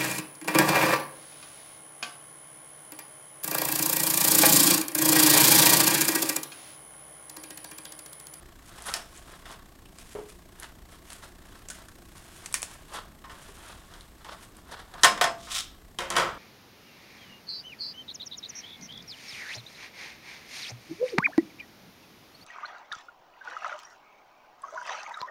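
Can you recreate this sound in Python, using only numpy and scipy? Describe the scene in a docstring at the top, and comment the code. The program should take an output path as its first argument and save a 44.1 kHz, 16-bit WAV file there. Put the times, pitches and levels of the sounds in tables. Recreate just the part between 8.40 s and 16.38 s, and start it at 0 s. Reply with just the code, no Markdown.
"""A cast stone tile, lifted from its mold by a gloved worker, turned over and set down hard on a rack.
It rings when struck, rubs on molds and gloves and is shoved along; a wooden shelf board clunks.
One microphone in a concrete workshop: grit snaps close by, and the walls add a short echo.
Underneath lie the still air of the room and the faint ticking and whine of the camera."""
import sys
import numpy as np
from scipy import signal
from scipy.fft import next_fast_len
from scipy.io import wavfile
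from scipy.ndimage import uniform_filter1d, minimum_filter1d

SR = 44100
rng = np.random.default_rng(int(sys.argv[2]) if len(sys.argv) > 2 else 0)


def persist_wave(psi):
    """Save psi, clipped to +-1, as 16-bit WAV."""
    counts = np.round(np.clip(psi, -1, 1) * 32767).astype(np.int16)
    wavfile.write(sys.argv[1], SR, np.atleast_2d(counts).T)


N = 351918
TIME = np.arange(N) / SR

# spectrum of breaking grit: (frequency [Hz], relative level [dB])
GRIT_SPECTRUM = [(100, -28), (600, -4), (1600, -1.5), (3300, -1), (5000, 0), (8500, 2.5), (11200, -1),
                 (12600, -16), (16000, -14)]


def amp(db):
    """Decibels to gain."""
    return 10 ** (np.asarray(db) / 20)


def unit(x):
    """Scales to rms 1."""
    return x / np.sqrt(np.mean(x ** 2) + 1e-20)


def read(points, hz):
    """Reads a table on a log-frequency axis."""
    freqs, values = np.transpose(points)
    return np.interp(np.log(hz + 1), np.log(freqs + 1), values)


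def level(curve):
    """Gain over time from rows (time [s], level [dB]); silent outside them."""
    times, db = np.transpose(curve)
    return amp(np.interp(TIME, times, db, left=-np.inf, right=-np.inf))


def add(mix, start_s, sound):
    """Lays a sound into the mix."""
    part = mix[max(round(start_s * SR), 0):][:len(sound)]
    part += sound[:len(part)]


def play(source, rows, **settings):
    """Sounds one event for each row (time [s], arguments of the source)."""
    mix = np.zeros(N)
    for start_s, *row in rows:
        add(mix, start_s, source(*row, **settings))
    return mix


def shape(x, db_at):
    """Filters by a gain in dB given as a function of frequency; causal, so attacks stay sharp."""
    size = next_fast_len(len(x) + 4096)
    log_gain = np.log(amp(db_at(abs(np.fft.fftfreq(size, 1 / SR)))))
    response = np.exp(np.conj(signal.hilbert(log_gain)))
    return np.fft.ifft(np.fft.fft(x, size) * response).real[:len(x)]


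def colour(x, spectrum):
    """Filters a sound by a spectrum table and scales it to rms 1."""
    return unit(shape(x, lambda hz: read(spectrum, hz)))


def hump(hz, centre_hz, octaves):
    """A bell on the log-frequency axis."""
    return np.exp(-.5 * (np.log2((hz + 1) / centre_hz) / octaves) ** 2)


def fade(t, t60):
    """Exponential decay, 60 dB in t60 seconds."""
    return np.exp(-np.log(1000) * t / t60)


def die_away(x, t60s):
    """Lets each band decay at its own speed."""
    hz, t, bands = signal.stft(x, SR, nperseg=256)
    return signal.istft(bands * fade(t, read(t60s, hz)[:, None]), SR)[1][:len(x)]


def still_air():
    """Room tone: a low, even rush in the workshop."""
    # spectrum of the air: (frequency [Hz], relative level [dB])
    spectrum = [(12, -9), (30, -1.5), (70, -5), (130, -9.5), (320, -12.5), (550, -21.5), (1300, -24.5),
                (2400, -31), (4000, -31.5), (6400, -35.5), (8000, -32.5), (11500, -38), (16000, -41)]
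    return amp(-53.5) * colour(rng.standard_normal(N), spectrum)


def camera_ticks(ticks_per_s=30.04, first_s=.021, tick_s=.013, jitter_s=.0013, spread_db=.6):
    """Right at the microphone, soft, slightly uneven ticks ring in the camera's case."""
    # resonances of the case: (frequency [Hz], width [Hz], gain [dB])
    case_modes = [(352, 34, 11.5), (670, 130, 6), (1090, 53, 7), (1660, 400, -1), (3080, 650, -12.5),
                  (4050, 550, -25), (5270, 230, -13.5), (6530, 330, -14), (7500, 460, -20.5)]
    # strength of the ticking: (time [s], level [dB])
    strength = [(0, -57.5), (1.3, -59.5), (2.4, -59.5), (3.6, -57.5), (4.7, -61), (6.2, -63.5), (8, -62)]
    tick = signal.windows.tukey(round(tick_s * SR), .5)
    gate = np.zeros(N)
    for k, (late, size) in enumerate(rng.standard_normal((int(N * ticks_per_s / SR), 2))):
        add(gate, first_s + k / ticks_per_s + jitter_s * late, amp(spread_db * size) * tick)
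    bursts = gate * rng.choice([-1., 1.], N)
    ring = sum(amp(db) * signal.lfilter(*signal.iirpeak(hz, hz / width, SR), bursts)
               for hz, width, db in case_modes)
    return unit(ring + amp(-14) * bursts) * level(strength)


def hum_and_whine():
    """A steady low hum and the camera's thin whine."""
    # steady tones: (frequency [Hz], rms level [dB])
    tones = [(30, -61.5), (60, -62), (180, -69), (12195, -95), (12941, -73), (13730, -83)]
    return sum(amp(db) * np.sqrt(2) * np.sin(2 * np.pi * (hz * TIME + rng.random())) for hz, db in tones)


def room(x, build_s=0.004, echoes_per_s=4000):
    """Sparse echoes from concrete walls build up quickly and die within about half a second."""
    # decay of the workshop: (frequency [Hz], t60 [s])
    decay = [(150, 0.36), (700, 0.53), (2000, 0.41), (5000, 0.4), (10000, 0.25), (16000, 0.52)]
    t = np.arange(SR * 3 // 4) / SR
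    echoes = rng.choice([-1., 1.], len(t)) * (rng.random(len(t)) < echoes_per_s / SR)
    tail = die_away(echoes, decay) * (1 - np.exp(-t / build_s))
    return signal.fftconvolve(x, tail / np.linalg.norm(tail))[:N]


def scuff(db, ring_hz, length_s, slips_per_s=3000):
    """A quick run of small slips excites one resonance, rising fast and easing off."""
    progress = np.linspace(0, 1, round(length_s * SR))
    slips = rng.standard_normal(len(progress)) * (rng.random(len(progress)) < slips_per_s / SR)
    slips *= np.sin(np.pi * np.sqrt(progress))
    chatter = shape(slips, lambda hz: read(GRIT_SPECTRUM, hz) + 20 * hump(hz, ring_hz, octaves=0.39))
    return amp(db) * unit(chatter)


def snap(db, ring_hz, lift_db, t60):
    """A grain breaks or an edge slips: a brief burst through one resonance, and a faint short tail."""
    t = np.arange(SR // 8) / SR
    burst = rng.choice([-1., 1.], len(t)) * (fade(t, t60) + amp(-21) * fade(t, t60=0.14))
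    ring = shape(burst, lambda hz: read(GRIT_SPECTRUM, hz) + lift_db * hump(hz, ring_hz, octaves=0.25))
    return amp(db) * np.std(burst) * unit(ring)


def bump(db, hz):
    """A padded blow wakes only a low mode, over a dull thud."""
    # spectrum of the thud: (frequency [Hz], relative level [dB])
    spectrum = [(60, -6), (170, -8), (480, -0.5), (800, -4.5), (1500, -14.5), (3000, -25), (12000, -66)]
    t = np.arange(SR // 2) / SR
    thud = colour(rng.standard_normal(len(t)), spectrum) * fade(t, t60=0.17)
    ring = np.sin(2 * np.pi * hz * t) * fade(t, t60=0.14)
    return amp(db) * (ring + amp(-7) * thud)


def stroke_pressures(depth_db=22.5):
    """Pressure on stone and on gloves: each stroke builds by depth_db to its peak, then lets go."""
    # strokes of the tile: (peak time [s], swell [s], release [s], stone rub [dB], glove brush [dB])
    strokes = [(.04, 0.2, 0.18, -55.5, -88), (.285, 0.064, 0.046, -60, -48.5), (.385, 0.23, 0.1, -50, -51),
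               (.495, 0.1, 0.079, -37, -37.5), (0.559, 0.029, 0.12, -39.5, -42.5),
               (.775, 0.13, 0.086, -65, -48.5), (.91, 0.29, 0.29, -49.5, -55.5),
               (1.117, 0.099, 0.083, -41.5, -48.5), (1.6, .05, 0.089, -60, -48),
               (1.73, 0.27, 0.29, -68, -52), (1.9, .04, 0.11, -71, -49.5), (2.24, 0.14, .09, -46.5, -50.5),
               (2.53, .06, 0.08, -51, -51), (2.72, 0.1, 0.16, -51.5, -47.5), (2.84, 0.038, 0.082, -47, -48),
               (3.15, 0.27, 0.2, -54, -57.5), (3.33, 0.07, 0.16, -68, -47.5),
               (3.4, 0.073, 0.081, -48.5, -67), (3.78, 0.045, 0.045, -51, -50),
               (4.02, 0.57, 0.61, -55.5, -50.5), (4.3, .1, 0.24, -50, -52), (4.566, 0.099, 0.072, -35, -43),
               (4.915, .03, 0.21, -45, -53), (5.02, 0.044, 0.88, -55, -52.5), (5.3, 0.23, 0.15, -46, -52),
               (5.55, 0.2, 0.27, -52, -57.5), (5.925, 0.16, 0.085, -41, -53.5),
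               (6.03, 0.086, 0.1, -51.5, -52), (6.19, 0.12, 0.066, -52, -62),
               (6.329, 0.071, 0.081, -40.5, -51.5), (6.4, 0.06, 0.047, -42, -63),
               (6.61, 0.34, 0.077, -49, -58)]
    power = np.zeros((2, N))
    for peak_s, swell_s, release_s, stone_db, glove_db in strokes:
        away = np.maximum((peak_s - TIME) / swell_s, (TIME - peak_s) / release_s)
        near = away < 3
        power[0, near] += amp(stone_db - depth_db * away[near]) ** 2
        power[1, near] += amp(glove_db - depth_db * away[near]) ** 2
    return np.sqrt(power)


def friction(pressure, spectrum, grains_per_s, spread_db=0, judder_db=0):
    """Sand grains catch and let go as tiny clicks, spread in size and bunched by the stroke's judder."""
    sizes = amp(spread_db * np.minimum(rng.exponential(1, N), 4))
    clicks = sizes * rng.choice([-1, 1], N) * (rng.random(N) < grains_per_s / SR)
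    judder = unit(uniform_filter1d(uniform_filter1d(rng.standard_normal(N), size=500), size=300))
    return colour(clicks * amp(judder_db * judder), spectrum) * pressure


def tile_sliding(on_stone, on_gloves):
    """The tile rubs over the molds, brushes through the gloves and is shoved along its shelf."""
    # spectra of the three contacts: (frequency [Hz], relative level [dB])
    stone_spectrum = [(100, -19.5), (300, -10), (480, -5.5), (700, -2), (850, -1.5), (1100, 0),
                      (1750, -3.5), (2400, -15), (3400, -8), (5000, -15), (10000, -38), (16000, -50.5)]
    glove_spectrum = [(300, -22.5), (1500, 0.5), (3200, -0.5), (4600, -5.5), (6000, -3.5), (7700, -3),
                      (9500, -1.5), (11300, -7), (12600, -11.5), (16000, -24.5)]
    shelf_spectrum = [(200, -42), (480, -28), (720, -2), (900, -22), (1080, -2.5), (1500, -5.5), (2500, -4),
                      (3600, 4), (4300, -3.5), (5400, -1), (9400, -6.5), (12000, -17.5), (16000, -22)]
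    # push along the shelf: (time [s], level [dB])
    push = [(6.98, -57), (7.03, -51.5), (7.085, -49), (7.115, -35), (7.17, -29.5), (7.2, -31.5),
            (7.225, -42.5), (7.28, -65), (7.4, -84)]
    rub = friction(on_stone, stone_spectrum, grains_per_s=3500, judder_db=3.5)
    brush = friction(on_gloves, glove_spectrum, grains_per_s=3900, spread_db=1.5, judder_db=2.5)
    shove = friction(level(push), shelf_spectrum, grains_per_s=2400, spread_db=1.8, judder_db=1.8)
    return amp(-1.6) * rub + amp(-1.8) * brush + shove


def knock(db, treble_db, place_hz, lift_db, crack_db, modes, modes_db, body_db, lowest_hz):
    """A hard contact cracks, then the struck thing rings; the place of the blow favours some modes."""
    # spectra of the crack and the dense ringing between modes: (frequency [Hz], relative level [dB])
    crack_spectrum = [(100, -7), (270, -1.5), (550, -6), (1100, -1), (1850, 8.5), (2350, -12.5),
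                      (3200, 9.5), (4500, 0), (6500, -0.5), (10000, -3), (12500, -22.5), (16000, -36)]
    body_spectrum = [(40, -31), (130, -10), (250, -12.5), (420, -4.5), (700, 0.5), (1200, 1), (1850, 2),
                     (2350, -1.5), (3300, -2.5), (4500, -7), (8000, -13), (10500, -17), (13000, -18),
                     (16000, -23.5)]
    # decay of that dense ringing: (frequency [Hz], t60 [s])
    body_decay = [(150, 0.82), (600, 0.26), (1500, 0.28), (3500, 0.22), (8000, 0.26), (15000, 0.08)]
    t = np.arange(SR // 2) / SR
    partials = sum((-1) ** k * amp(mode_db) * fade(t, t60) * np.sin(2 * np.pi * hz * t)
                   for k, (hz, mode_db, t60) in enumerate(modes))
    partials /= np.sqrt(sum(amp(mode_db) ** 2 for _, mode_db, _ in modes) / 2)
    body = die_away(colour(rng.standard_normal(len(t)), body_spectrum), body_decay)
    ring = amp(modes_db) * partials + amp(body_db) * body
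    ring = shape(ring, lambda hz: treble_db * hz ** 2 / (hz ** 2 + 2800 ** 2)
                 + lift_db * (hump(hz, place_hz, octaves=0.26) - .5))
    crack = colour(rng.choice([-1., 1.], len(t)), crack_spectrum) * fade(t, t60=0.04)
    # a small slab radiates almost no deep bass
    low_cut = signal.butter(2, lowest_hz, "high", fs=SR, output="sos")
    return amp(db) * signal.sosfilt(low_cut, ring + amp(crack_db) * crack)


def board_clunks(gap_s=0.018, shrink=.95, loss_db=3.5, dull_db=3):
    """A wooden shelf board catches and drops, bouncing at shrinking gaps, weaker and duller each time."""
    # blows on the board:
    # (time [s], relative level [dB], treble [dB], favoured pitch [Hz], its lift [dB], crack [dB])
    blows = [(7.587, -31, -7, 900, 1.5, 3), (7.705, -27, -10.5, 198, 7, -4),
             (7.7545, -28.5, -5, 1000, 1.7, -14), (7.765, -18.5, -7, 1160, 5.5, -1)]
    # modes of the board: (frequency [Hz], relative level [dB], t60 [s])
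    modes = [(178, -15.5, 0.23), (351, -4, 0.25), (463, -6.5, 0.48), (541, -1.5, 0.65), (800, -8, .22),
             (910, -10, 0.067), (960, -8, 0.15), (995, -2, 0.16), (1090, 5.5, 0.057), (1206, -20, 0.2),
             (1350, -6, 0.12), (1440, -22, 0.15), (1750, -1.5, 0.051), (2030, -11, 0.17), (3110, 2, 0.11)]
    delays = np.cumsum(gap_s * shrink ** np.arange(5)) - gap_s
    bounces = [(start_s + delay, db - k * loss_db, treble - k * dull_db, hz, lift, crack - k * dull_db)
               for start_s, db, treble, hz, lift, crack in blows for k, delay in enumerate(delays)]
    return amp(1.1) * play(knock, bounces, modes=modes, modes_db=-4.5, body_db=0.5, lowest_hz=80)


def tile_knocks():
    """The stone rings as it strikes molds and rack, lightly at first, then set down hard."""
    # blows on the tile:
    # (time [s], relative level [dB], treble [dB], favoured pitch [Hz], its lift [dB], crack [dB])
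    blows = [(.4585, -43, 1, 1260, 11, 0), (.539, -36.5, 13, 660, 5.5, -16), (1.056, -48.5, 5, 1300, 1, -4),
             (2.23, -50.5, -4, 1700, 11, -11), (3.301, -46, -21, 1500, 21, -14),
             (4.841, -42.5, -4, 1060, 10, -11), (4.896, -41.5, -6, 980, 1.5, -17),
             (5.538, -51, -4, 990, 6, 7.5), (5.846, -43.5, 6, 910, 17, -.5),
             (6.539, -36.5, -25, 1100, 5, -5), (6.6342, -15, -13, 1050, 13.5, 8.5),
             (6.6437, -15, 4.5, 1830, 1, 8.5), (6.776, -32, -13, 1100, 0.5, -4),
             (6.8121, -15.5, 2, 750, 7.5, -2), (6.8403, -23, -1.5, 1140, 4.5, 3.5),
             (7.071, -41, -8, 1160, 10, -14)]
    # modes of the tile: (frequency [Hz], relative level [dB], t60 [s])
    modes = [(205, -18, 1), (440, -6, 0.16), (524, -7, 0.32), (626, -7.5, 0.42), (677, -1, 0.46),
             (718, 2.5, 0.26), (962, 1.5, 0.053), (902, -3, 0.3), (1055, -0.5, 0.38), (1066, 6, 0.16),
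             (1161, -7.5, 0.58), (1227, 2.5, 0.18), (1330, -6, 0.4), (1490, -21.5, .2), (1500, 5.5, 0.2),
             (1750, -7, 0.18), (1814, 11.5, 0.12), (1790, -13, 0.16), (1986, 4, 0.086), (2990, 1.5, 0.13),
             (3150, -15.5, 0.086), (3740, -7.5, 0.057), (5170, 0, 0.24)]
    return amp(-0.5) * play(knock, blows, modes=modes, modes_db=-0.5, body_db=-0.5, lowest_hz=168)


def scene():
    """At the microphone: blows, snaps and friction, each with its own share of the room."""
    # grit and mold edges snapping close by:
    # (time [s], relative level [dB], ring [Hz], its lift [dB], t60 [s])
    grit_snaps = [(0.422, -32, 9000, 6, .0074), (.5388, -17.5, 5140, 11, 0.02),
                  (0.774, -40, 7500, 26, 0.021), (1.458, -40, 2820, 20, 0.0042),
                  (1.586, -34, 6350, 4, 0.0063), (2.199, -32.5, 11000, 15, .012),
                  (2.232, -28, 2800, 18, 0.0037), (2.703, -35, 5000, -1, 0.014),
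                  (2.731, -33.5, 9700, 5, 0.013), (3.286, -32, 6650, 8, 0.021),
                  (3.301, -31.5, 8250, 3.5, 0.056), (3.485, -39.5, 1580, 18, 0.021),
                  (4.0598, -29.5, 3650, 1, 0.029), (4.1266, -25, 10100, 6, 0.0043),
                  (4.1418, -16, 7900, 15, 0.0082), (4.142, -13.5, 2160, 12, 0.01),
                  (4.148, -29.5, 2000, 10, .13), (4.2194, -23.5, 8550, 14, 0.0063),
                  (4.2295, -15, 8300, 3, 0.0038), (5.6084, -37.5, 3780, 20, .008),
                  (6.1685, -41, 10400, 8, .008), (7.206, -24, 3500, 9, 0.011),
                  (7.5867, -26.5, 3260, 18, 0.031), (7.7032, -18, 6640, 5, 0.0067)]
    # stone and soles scuffing on grit: (time [s], relative level [dB], pitch [Hz], length [s])
    grit_scuffs = [(.456, -38, 10750, 0.044), (.458, -39.5, 1270, 0.1), (2.222, -43, 1690, .034),
                   (4.535, -39.5, 960, 0.033), (5.915, -50, 850, .047), (6.312, -44.5, 780, 0.021),
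                   (6.388, -51, 790, 0.025), (6.609, -40.5, 1260, 0.18)]
    # hollow bumps of the tile in the hands: (time [s], level [dB], pitch [Hz])
    hand_bumps = [(1.456, -50, 296), (1.751, -29.5, 422), (1.787, -33, 422), (5.09, -46, 408)]
    knocks = tile_knocks()
    clunks = board_clunks()
    snaps = amp(-2) * play(snap, grit_snaps)
    scuffs = amp(-5) * play(scuff, grit_scuffs)
    bumps = play(bump, hand_bumps)
    on_stone, on_gloves = stroke_pressures()
    rubbing = tile_sliding(on_stone, on_gloves) + scuffs
    # a few coarse grains crack close to the microphone, with no echo
    grit = amp(-8) * friction(on_gloves, GRIT_SPECTRUM, grains_per_s=150, spread_db=2.5)
    echo = room(amp(-19) * knocks + amp(-5) * clunks + amp(-10.5) * snaps
                + amp(-9.5) * bumps + amp(-10) * rubbing)
    background = still_air() + camera_ticks() + hum_and_whine()
    return (knocks + clunks + snaps + bumps + rubbing + grit + echo + background)[None]


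def record(dry, ceiling=0.85, edge_hz=16000):
    """The camera's fast limiter holds down the loudest peaks; a low-pass cuts the highest treble."""
    gain = np.minimum(1, ceiling / (abs(dry) + 1e-9))
    limited = dry * uniform_filter1d(minimum_filter1d(gain, size=89), size=89)
    low_pass = signal.firwin(255, edge_hz, window=("kaiser", 9), fs=SR)
    return signal.oaconvolve(limited, low_pass[None], "same")


dry = scene()
out = record(dry)
persist_wave(out)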